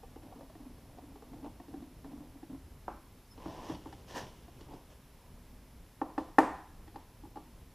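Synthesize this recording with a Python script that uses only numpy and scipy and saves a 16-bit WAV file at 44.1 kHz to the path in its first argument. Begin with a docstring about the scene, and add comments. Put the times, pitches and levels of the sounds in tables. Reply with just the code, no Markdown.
"""A screwdriver works at a sheet-metal box on the carpeted floor of a parked car.
A screw sticks and slips, groaning and rasping, while the slipping blade ticks and rings the box.
A hollow cabin panel knocks. The box is dragged over the carpet with a squeak, bumps and a rustling
shirt. Then the blade strikes a corner: two knocks, a loud snap and a few light taps.
The cabin echoes briefly; behind it all lie a far outdoor rumble, hiss and a thin electronic whine."""
import sys
import numpy as np
from scipy import signal
from scipy.fft import rfft, irfft
from scipy.io import wavfile

SR = 44100
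rng = np.random.default_rng(int(sys.argv[2]) if len(sys.argv) > 2 else 0)


def generate_wav(sig):
    """Save sig (samples, or channels by samples) to the path in sys.argv[1] as 16-bit PCM at SR."""
    pcm = np.round(np.clip(np.atleast_2d(sig).T, -1, 1) * 32767).astype(np.int16)
    wavfile.write(sys.argv[1], SR, pcm)


N = 341334
TIME = np.arange(N) / SR


def amp(db):
    """Turns decibels into a gain."""
    return np.exp(np.asarray(db) * (np.log(10) / 20))


def unit(x):
    """Scales a sound to an average (rms) size of 1."""
    return x / np.sqrt(np.mean(x ** 2) + 1e-20)


def noise(length=N):
    """Plain white noise."""
    return rng.standard_normal(length)


def read(points, hz, column=1):
    """Looks up a table at any frequency, sliding smoothly between its rows."""
    table = np.array(points, float)
    return np.interp(np.log(hz + 1), np.log(table[:, 0] + 1), table[:, column])


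def colour(x, points):
    """Shapes the tone of a sound with rows of f/Hz, level/dB."""
    return irfft(rfft(x) * amp(read(points, np.fft.rfftfreq(len(x), 1 / SR))), len(x))


def band(x, lo_hz, hi_hz, order=3):
    """Keeps what lies between two frequencies."""
    return signal.sosfilt(signal.butter(order, [lo_hz, hi_hz], "band", fs=SR, output="sos"), x)


def add(mix, s, sound):
    """Mixes a sound in, s seconds from the start."""
    part = mix[max(round(s * SR), 0):][:len(sound)]
    part += sound[:len(part)]


def burst(t, db, rise_s, t60):
    """A quick rise, then a fade. Here and below, t60 is the time to fade by 60 dB."""
    return np.minimum(t / rise_s, 1) * amp(db - 60 * t / t60)


def ring(hz, db, t60):
    """The fading pure tones of a struck object, one row for each."""
    t = np.arange(SR // 3) / SR
    return amp(db[:, None] - 60 * t / t60[:, None]) * np.sin(2 * np.pi * hz[:, None] * t)


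def dying(x, points):
    """Fades each band of a sound at its own pace, from rows of f/Hz, level/dB, t60/s."""
    hz, t, spectrum = signal.stft(x, SR, nperseg=512)
    fade_db = read(points, hz)[:, None] - 60 * t / read(points, hz, column=2)[:, None]
    return signal.istft(spectrum * amp(fade_db), SR, nperseg=512)[1][:len(x)]


def jerks(per_s, spread_db):
    """Tiny random clicks of uneven size, as two surfaces catch and let go."""
    size = amp(spread_db * np.minimum(rng.exponential(1, N), 4))
    return size * rng.choice([-1, 1], N) * (rng.random(N) < per_s / SR)


# Tone of the outdoor rumble and the hiss: f/Hz, level/dB
AIR_TONE = [(12, -22), (20, -1), (54, -1), (122, -7.5), (213, -12.5), (245, -10.5), (282, -17.5),
            (427, -18.5), (631, -22.5), (932, -28), (1160, -28), (2400, -31), (9130, -39), (11400, -36),
            (15500, -41)]
# Faint bands of noise: f/Hz, width/Hz, level/dB
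FAINT_BANDS = [(11430, 2100, -81.5), (5390, 460, -84), (931, 360, -73.5), (264, 39, -74.5)]


def background(air_db=-54 - 1.5, swell_db=-2.1):
    """Far outdoor rumble that swells a little, with hiss and a few faint bands of noise."""
    hz = np.fft.rfftfreq(N, 1 / SR)
    air = amp(air_db) * unit(colour(noise(), AIR_TONE))
    rumble = band(air, 20, 510, order=1)
    drift = unit(irfft(rfft(noise()) * (hz < 5), N))
    air += rumble * (amp(swell_db * drift) - 1)
    for centre_hz, width_hz, db in FAINT_BANDS:
        peak = 1 / (1 + (2 * (hz - centre_hz) / width_hz) ** 2)
        air += amp(db) * unit(irfft(rfft(noise()) * peak, N))
    return air


# Thin electronic tones: f/Hz, level/dB
WHINE_TONES = [(11079, -88), (11999, -92), (5001, -95)]


def electronics(fuzz_db=-81, fuzz_hz=11090, width_hz=170):
    """Electronics give off steady high tones and a fuzzy whine."""
    tones = sum(amp(db) * np.sqrt(2) * np.sin(2 * np.pi * (hz * TIME + rng.random()))
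                for hz, db in WHINE_TONES)
    fuzz = band(noise(), fuzz_hz - width_hz / 2, fuzz_hz + width_hz / 2, order=1)
    return tones + amp(fuzz_db) * unit(fuzz)


# Tone of the hiss that differs between the ears: f/Hz, level/dB
SIDE_HISS_TONE = [(30, -20.5), (300, -5), (1500, -8.5), (3000, 3), (6000, 5), (9000, 7), (10500, -14.5),
                  (15000, -19)]


def side_hiss(db=-80):
    """A very faint hiss that gives a little width."""
    return amp(db) * unit(colour(noise(), SIDE_HISS_TONE))


# Echo inside the car: f/Hz, level/dB, t60/s
CABIN_ECHO = [(81.1, 0, .25), (302, 2.5, 0.54), (900, -4, 0.38), (1830, 2, 0.52), (6080, 0.5, .25),
              (14000, -9, 0.24)]


def cabin(x, echoes_per_s=4000, build_s=0.006):
    """Sound bounces off glass and trim, and the many echoes blur into a short tail."""
    echoes = rng.choice([-1., 1.], SR) * (rng.random(SR) < echoes_per_s / SR)
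    tail = dying(echoes, CABIN_ECHO) * np.minimum(TIME[:SR] / build_s, 1) ** 2
    return signal.fftconvolve(x, tail / np.linalg.norm(tail))[:N]


# Moves of the arm: t/s at the fastest, swell and fade time/s, level/dB
ARM_MOVES = [(3.9, 0.18, -60), (4.36, .15, -66), (4.61, 0.043, -61), (4.74, .05, -70), (4.92, 0.035, -62)]
# Tone of rubbing cloth: f/Hz, level/dB
CLOTH_TONE = [(150, -5), (400, 9.5), (1000, -1), (1500, -4.5), (2300, -10), (3100, -2.5), (4200, -17),
              (5600, -10), (8000, -16), (15000, -30)]


def shirt():
    """Cloth rubs softly, swelling and fading with each move of the arm."""
    motion = sum(amp(db) * np.exp(-abs(TIME - s) / fade_s) for s, fade_s, db in ARM_MOVES)
    return motion * unit(colour(jerks(per_s=4200, spread_db=3.5), CLOTH_TONE))


# Notes of a hollow cabin panel: f/Hz, level/dB, t60/s before dividing by the damping
PANEL_NOTES = [(232, -15, 0.085), (314, -3.5, 0.049), (435, -9.5, 0.054), (548, -4, 0.057), (626, -5, .05),
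               (720, 0, 0.058), (850, -1.5, .05), (940, 1, 0.058), (1050, -10, .05), (1190, -7, 0.06),
               (1360, -4, 0.026), (1520, -13, 0.044), (1810, -24, 0.034)]
# Its many weak vibrations: f/Hz, level/dB, t60/s
PANEL_TREMBLE = [(200, -5, .3), (700, -10, 0.19), (1100, 0, 0.46), (1380, -16, 0.48), (1800, -16, 0.34),
                 (2600, -21, 0.23), (8000, -46, .2)]


def panel_knock(s=2.8804, knock_db=-24, damping=0.97, shiver_db=-10, shiver_rise_s=0.0054):
    """One hollow knock on a cabin panel, which shivers briefly."""
    hz, db, t60 = np.transpose(PANEL_NOTES)
    swing = (-1.) ** (np.arange(len(hz)) // 2)  # two notes start upward, the next two downward
    body = swing @ ring(hz, db, t60 / damping)
    shiver = dying(noise(len(body)), PANEL_TREMBLE) * np.minimum(TIME[:len(body)] / shiver_rise_s, 1)
    out = np.zeros(N)
    add(out, s, amp(knock_db) * (body / abs(body).max() + amp(shiver_db) * shiver))
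    return out


# The weight of the box lands on the floor: t/s, level/dB
FLOOR_THUDS = [(3.452, -40.5), (3.702, -39.5), (4.205, -49)]


def floor_rumble(rubbing):
    """The car's floor rumbles as the box rubs over it and thuds down."""
    push = rubbing.copy()
    for s, db in FLOOR_THUDS:
        add(push, s, burst(TIME[:SR], db, rise_s=0.015, t60=0.29))
    return push * unit(band(noise(), 55, 220))


def pull(start, rise_s, hold_s, slowing_t60, speed_db, onset_power=0.69):
    """Speed of the box in one pull: it gathers pace and slides, then the carpet brakes it."""
    t = np.maximum(TIME - start, 0)
    braked = np.maximum(t - rise_s - hold_s, 0) / slowing_t60
    return np.minimum(t / rise_s, 1) ** onset_power * amp(speed_db - 60 * braked)


# Pulls on the box: t/s, speeding up/s, hold/s, slowing t60/s, top speed/dB, weight on the box/dB
BOX_PULLS = [(3.361, 0.14, 0.24, 0.22, -12, 6.5), (3.62, 0.09, 0, 0.28, -16, -6),
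             (4.069, 0.031, 0.034, 0.83, -7.5, -2.5), (4.14, 0.026, 0.02, 0.3, -3, 4.5),
             (4.683, 0.052, 0, 0.38, -18.5, 9), (5.17, 0.07, 0.011, 0.38, -31, 8.5)]
# Tone of grit scraping under the box: f/Hz, level/dB
SCRAPE_TONE = [(60, -32), (180, -2), (300, 4.5), (450, 1.5), (620, 3), (780, 1), (900, 2.5), (1040, 4),
               (1170, -6.5), (1350, -15), (2300, -19), (4000, -53)]
# Tone of the hissing carpet: f/Hz, level/dB
CARPET_TONE = [(800, -27), (2200, -8), (2850, 3), (3400, 0.5), (4200, -4.5), (5700, -1), (7000, -10.5),
               (9000, -14.5), (15000, -25)]
# Tone of fibres flicking in a fast pull: f/Hz, level/dB
FIZZ_TONE = [(3000, -25), (5000, -1), (5800, 5), (7500, -8), (10000, -12), (13000, -12), (16000, -25)]
# Tone of the metal sheet rung by grit: f/Hz, level/dB
SHEET_TONE = [(800, -23), (1250, -12), (1410, -6), (1600, -8), (1800, 4), (2000, -7), (2250, -37),
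              (4000, -32)]


def drag(scrape_db=-44, hiss_db=-50.5, fizz_db=-56, sheet_db=-48, rumble_db=-56):
    """Grit scrapes and rings the box, the carpet hisses and the floor rumbles, all more with speed."""
    speed = sum(pull(*motion) for *motion, _ in BOX_PULLS)
    friction = sum(amp(weight_db) * pull(*motion) for *motion, weight_db in BOX_PULLS)
    grit = unit(jerks(per_s=2200, spread_db=2.5))
    fibres = grit + noise()
    scrape = amp(scrape_db) * friction * unit(colour(grit, SCRAPE_TONE))
    hiss = amp(hiss_db) * speed * unit(colour(fibres, CARPET_TONE))
    fizz = amp(fizz_db) * speed ** 2 * unit(colour(fibres[::-1], FIZZ_TONE))  # faster is brighter
    sheet = amp(sheet_db) * speed ** 1.83 * unit(colour(grit[::-1], SHEET_TONE))
    return scrape + hiss + fizz + sheet + floor_rumble(amp(rumble_db) * speed ** 0.73)


# Course of the squeak: t/s, f/Hz, level/dB before its quiet ends are trimmed
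SQUEAK_PATH = [(3.298, 5260, -79), (3.312, 5270, -61), (3.328, 5220, -60), (3.345, 5100, -73)]


def squeak(octave_db=-8, wobble_hz=35, quiet_db=-90):
    """Metal rubs on metal: a thin, slightly falling squeal with its octave."""
    s, hz, db = np.transpose(SQUEAK_PATH)
    pitch = np.interp(TIME, s, hz) + wobble_hz * unit(band(noise(), 18, 300))
    phase = 2 * np.pi * np.cumsum(pitch) / SR
    power = amp(np.interp(TIME, s, db, left=-200, right=-200)) ** 2
    gain = np.sqrt(np.maximum(power - amp(quiet_db) ** 2, power / 20))  # trims the quiet ends
    return gain * (np.sin(phase) + amp(octave_db) * np.sin(2 * phase))


# Notes of the box, damped by a hand: f/Hz, level/dB, t60/s, direction of the first swing
BOX_NOTES = [(166, -48.5, 0.1, 1), (271.7, -15, 0.078, -1), (319.2, -15, 0.1, 1), (399.7, -23, 0.1, -1),
             (523, -28, 0.24, 1), (612, -22.5, 0.073, 1), (658, -29.5, 0.18, -1), (791, -10, 0.049, 1),
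             (905.6, -17, 0.09, -1), (818, -35, 0.24, 1), (1011, -34, 0.43, -1), (1086, -17.5, 0.046, 1),
             (1158, -25.5, 0.11, 1), (1316, -26.5, 0.055, 1), (1413, -24, 0.037, -1),
             (1507, -28.5, 0.082, 1), (1803, -15, 0.037, -1), (2036, -26.5, 0.028, 1),
             (2370, -42.5, 0.14, -1), (2540, -32.5, 0.047, 1), (2870, -37.5, 0.1, -1)]
# Tone of the blade ticking on steel: f/Hz, level/dB
TICK_TONE = [(100, -6.5), (1500, -4), (2000, 0), (2400, -6.5), (2900, -2.5), (3600, -0.5), (4400, -1.5),
             (5100, -2), (5700, -8.5), (6500, -20), (9000, -14.5), (16000, -30)]
# Many weak vibrations of sheet and floor that linger after a blow: f/Hz, level/dB, t60/s
BOX_SHIVER = [(60, -20, .3), (164, -8.5, 0.18), (280, 0.5, .36), (419, -4, 0.4), (629, -0.5, 0.36),
              (810, 0, 0.61), (1140, -7.5, 0.58), (1550, -16, 0.67), (1760, -13, 0.64), (2080, -18, 0.47),
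              (4000, -27.5, 0.62), (8000, -29, 0.5), (12000, -28.5, .2), (16000, -46, .15)]


def blow(strength_db, low_db, upper_db, bright_db, spot_hz, scatter_db=3.5, detune=0.026,
         shiver_db=-12, shiver_rise_s=0.0042):
    """A blow makes the box ring, shiver and tick; a light one also sounds the touched spot."""
    hz, db, t60, swing = np.transpose(BOX_NOTES)
    t = np.arange(SR // 2) / SR
    lightness = np.clip(-strength_db / 40, 0, 1) ** 2
    shift, scatter = lightness * rng.standard_normal((2, len(hz)))  # light blows vary more
    # low drumming, upper ring and bright tick are set against the middle of the sound
    tone = [(350, low_db), (480, 0), (1150, 0), (1600, upper_db), (2400, upper_db),
            (2900, bright_db), (5500, bright_db), (9000, bright_db + strength_db / 2)]
    body = swing @ ring(hz * (1 + detune * shift), db + read(tone, hz) + scatter_db * scatter, t60)
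    spot = lightness * np.sin(2 * np.pi * spot_hz * t) * burst(t, db=-3, rise_s=0.0056, t60=0.055)
    tick = unit(colour(noise(len(t)), TICK_TONE)) * burst(t, bright_db - 30, rise_s=0.0024, t60=0.038)
    shiver = dying(colour(noise(len(t)), tone), BOX_SHIVER)
    shiver *= amp(shiver_db) * np.minimum(t / shiver_rise_s, 1)
    # only a really hard blow has a contact short enough to crack in the high treble
    crack = unit(band(noise(len(t)), 4800, 12000, order=2))
    crack *= burst(t, strength_db - 40, rise_s=0.0024, t60=0.041)
    sound = spot + tick + shiver + crack
    add(sound, 0, (1 - 0.35 * lightness) * body)
    return amp(strength_db) * sound


# Bumps of the box: t/s, level/dB, bright tick/dB, f/Hz of the touched spot
BOX_BUMPS = [(3.376, -42.5, 11, 450), (3.4577, -29.5, -2, 643), (3.479, -37, 8, 650),
             (3.6962, -27.5, 7, 455), (3.747, -41, 20, 974), (3.858, -31, -7, 887),
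             (3.9262, -38, 15.5, 800), (4.4807, -42.5, 8, 700), (4.6079, -45, 19.5, 446),
             (4.6866, -41.5, 2, 420), (4.707, -43, 4, 846), (4.7357, -35.5, 5, 460)]


def bumps(low_db=11.5):
    """The box drums low as it is moved; a brighter contact also wakes its upper ring."""
    out = np.zeros(N)
    for s, db, bright_db, spot_hz in BOX_BUMPS:
        upper_db = -17 + 0.99 * bright_db
        add(out, s, blow(db, low_db, upper_db, bright_db, spot_hz))
    return out


# Twists of the wrist: t/s, length/s, groan level/dB, rasp level/dB
WRIST_TWISTS = [(0.215, 0.22, -54.5, -58), (0.592, 0.14, -51.5, -68), (0.837, 0.17, -65, -64),
                (0.958, 0.21, -54, -66), (1.306, 0.095, -53, -59), (1.417, 0.056, -45, -50),
                (1.686, 0.16, -48, -63), (2.043, 0.21, -47, -63), (2.338, 0.04, -52.5, -66),
                (2.492, 0.062, -45, -62)]


def twisting(lean_db, column, rise_s=0.015, sag_db_per_s=-13, release_t60=0.14, end_s=2.5):
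    """Force on the thread: each twist grips, gives way and lets go, while the blade leans steadily."""
    force, t = np.zeros(N), TIME[:SR]
    for twist in WRIST_TWISTS:
        start, length = twist[:2]
        released = np.maximum(t - length, 0) / release_t60
        level_db = twist[column] + sag_db_per_s * t - 60 * released
        add(force, start, np.minimum(t / rise_s, 1) * amp(level_db))
    return np.hypot(force, amp(lean_db) * (TIME < end_s))


def screw(groan_db=-2, flutter_db=-8.5, rasp_db=-1, groan_hz=272, width_hz=65):
    """The thread sticks and slips, so that the box groans and rasps."""
    # both tones: f/Hz, level/dB
    flutter_tone = [(60, -8), (130, 2), (190, 5.5), (340, -14), (440, -1.5), (520, -11.5),
                    (650, -8.5), (1000, -12), (1400, -22.5), (4000, -41)]
    rasp_tone = [(200, 1.5), (440, 0), (540, 4), (680, 3.5), (1000, -2.5), (1400, -26),
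                 (2000, -23), (3500, -22.5), (9000, -55)]
    catches = jerks(per_s=350, spread_db=4)
    groan = amp(groan_db) * unit(band(catches, groan_hz - width_hz / 2, groan_hz + width_hz / 2, order=2))
    flutter = amp(flutter_db) * unit(colour(catches, flutter_tone))
    rasp = amp(rasp_db) * unit(colour(jerks(per_s=280, spread_db=-4.5), rasp_tone))
    groan_force = twisting(lean_db=-65.5, column=2)
    rasp_force = twisting(lean_db=-70, column=3)
    return groan_force * (groan + flutter) + rasp_force * rasp


# Slips of the blade: t/s, level/dB, low drumming/dB, upper ring/dB, f/Hz of the touched spot
BLADE_SLIPS = [(0.033, -36, -8, -13, 478), (0.1596, -36.5, 7, -22, 463), (0.2312, -50, 21, 4, 484),
               (0.3233, -41, -3, -12, 740), (0.3555, -40, 0, -17, 445), (0.4075, -36.5, 1, -6, 550),
               (0.4978, -41, -6, -15, 645), (0.5525, -43.5, 12, -1, 715), (0.7804, -49, -3, -14, 430),
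               (0.9849, -40.5, 13, -15, 740), (1.1566, -38.5, -3, -21, 410), (1.2226, -37, 1, -19, 453),
               (1.333, -43.5, 17.5, -3, 700), (1.3808, -47.5, 18, -7, 427), (1.4431, -40, 7, -12, 440),
               (1.46, -33, 0, -11, 475), (1.5989, -38.5, 12.5, -3.5, 717), (1.683, -47, 20, -5, 426),
               (1.74, -41, 22, 1, 766), (1.8217, -45, 19, -7, 710), (2.0447, -35.5, 7, -3, 430),
               (2.116, -47.5, 17, -7, 710), (2.228, -48, 1, -16, 524), (2.429, -45, 19.5, 1, 765)]


def blade_slips(tick_db=-35.5):
    """The blade slips in the screw head and jolts the box; the tick is alike however hard the slip."""
    out = np.zeros(N)
    for s, db, low_db, upper_db, spot_hz in BLADE_SLIPS:
        add(out, s, blow(db, low_db, upper_db, tick_db - db, spot_hz))
    return out


# Strikes on the corner: t/s, level/dB, low drumming/dB, upper ring/dB, bright tick/dB
CORNER_TAPS = [(6.0155, -16, 3, -11, -14), (6.1794, -16, 4, -7, -2), (6.3842, 0, 0, -1, -6.5),
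               (6.877, -45.5, 12, 10.5, 10), (6.942, -47, 12, -4, 11), (6.958, -30, 0, -5, 3),
               (7.2355, -44, 18.5, -13, 2), (7.251, -43, 5.5, -16, -3), (7.358, -32.5, 6, -15, 4),
               (7.371, -31, 5, -12, -1)]


def blade_taps(spot_hz=823):
    """The blade strikes the corner of the box: two knocks, a loud snap and a few light taps."""
    out = np.zeros(N)
    for s, db, low_db, upper_db, bright_db in CORNER_TAPS:
        add(out, s, blow(db, low_db, upper_db, bright_db, spot_hz))
    return out


def scene(echo_db=-19, knock_echo_db=-9):
    """Both ears hear the same mix; only a little hiss differs between them."""
    near = blade_taps() + bumps() + blade_slips() + screw() + drag() + squeak() + shirt()
    far = panel_knock()
    echo = cabin(amp(echo_db) * near + amp(knock_echo_db) * far)
    mid = near + far + echo + background() + electronics()
    side = side_hiss()
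    return np.array([mid + side, mid - side])


def record(dry):
    """Cuts away the highest treble."""
    low_pass = signal.firwin(511, cutoff=15350, window=("kaiser", 9), fs=SR)
    return signal.oaconvolve(dry, low_pass[None], "same")


dry = scene()
out = record(dry)
generate_wav(out)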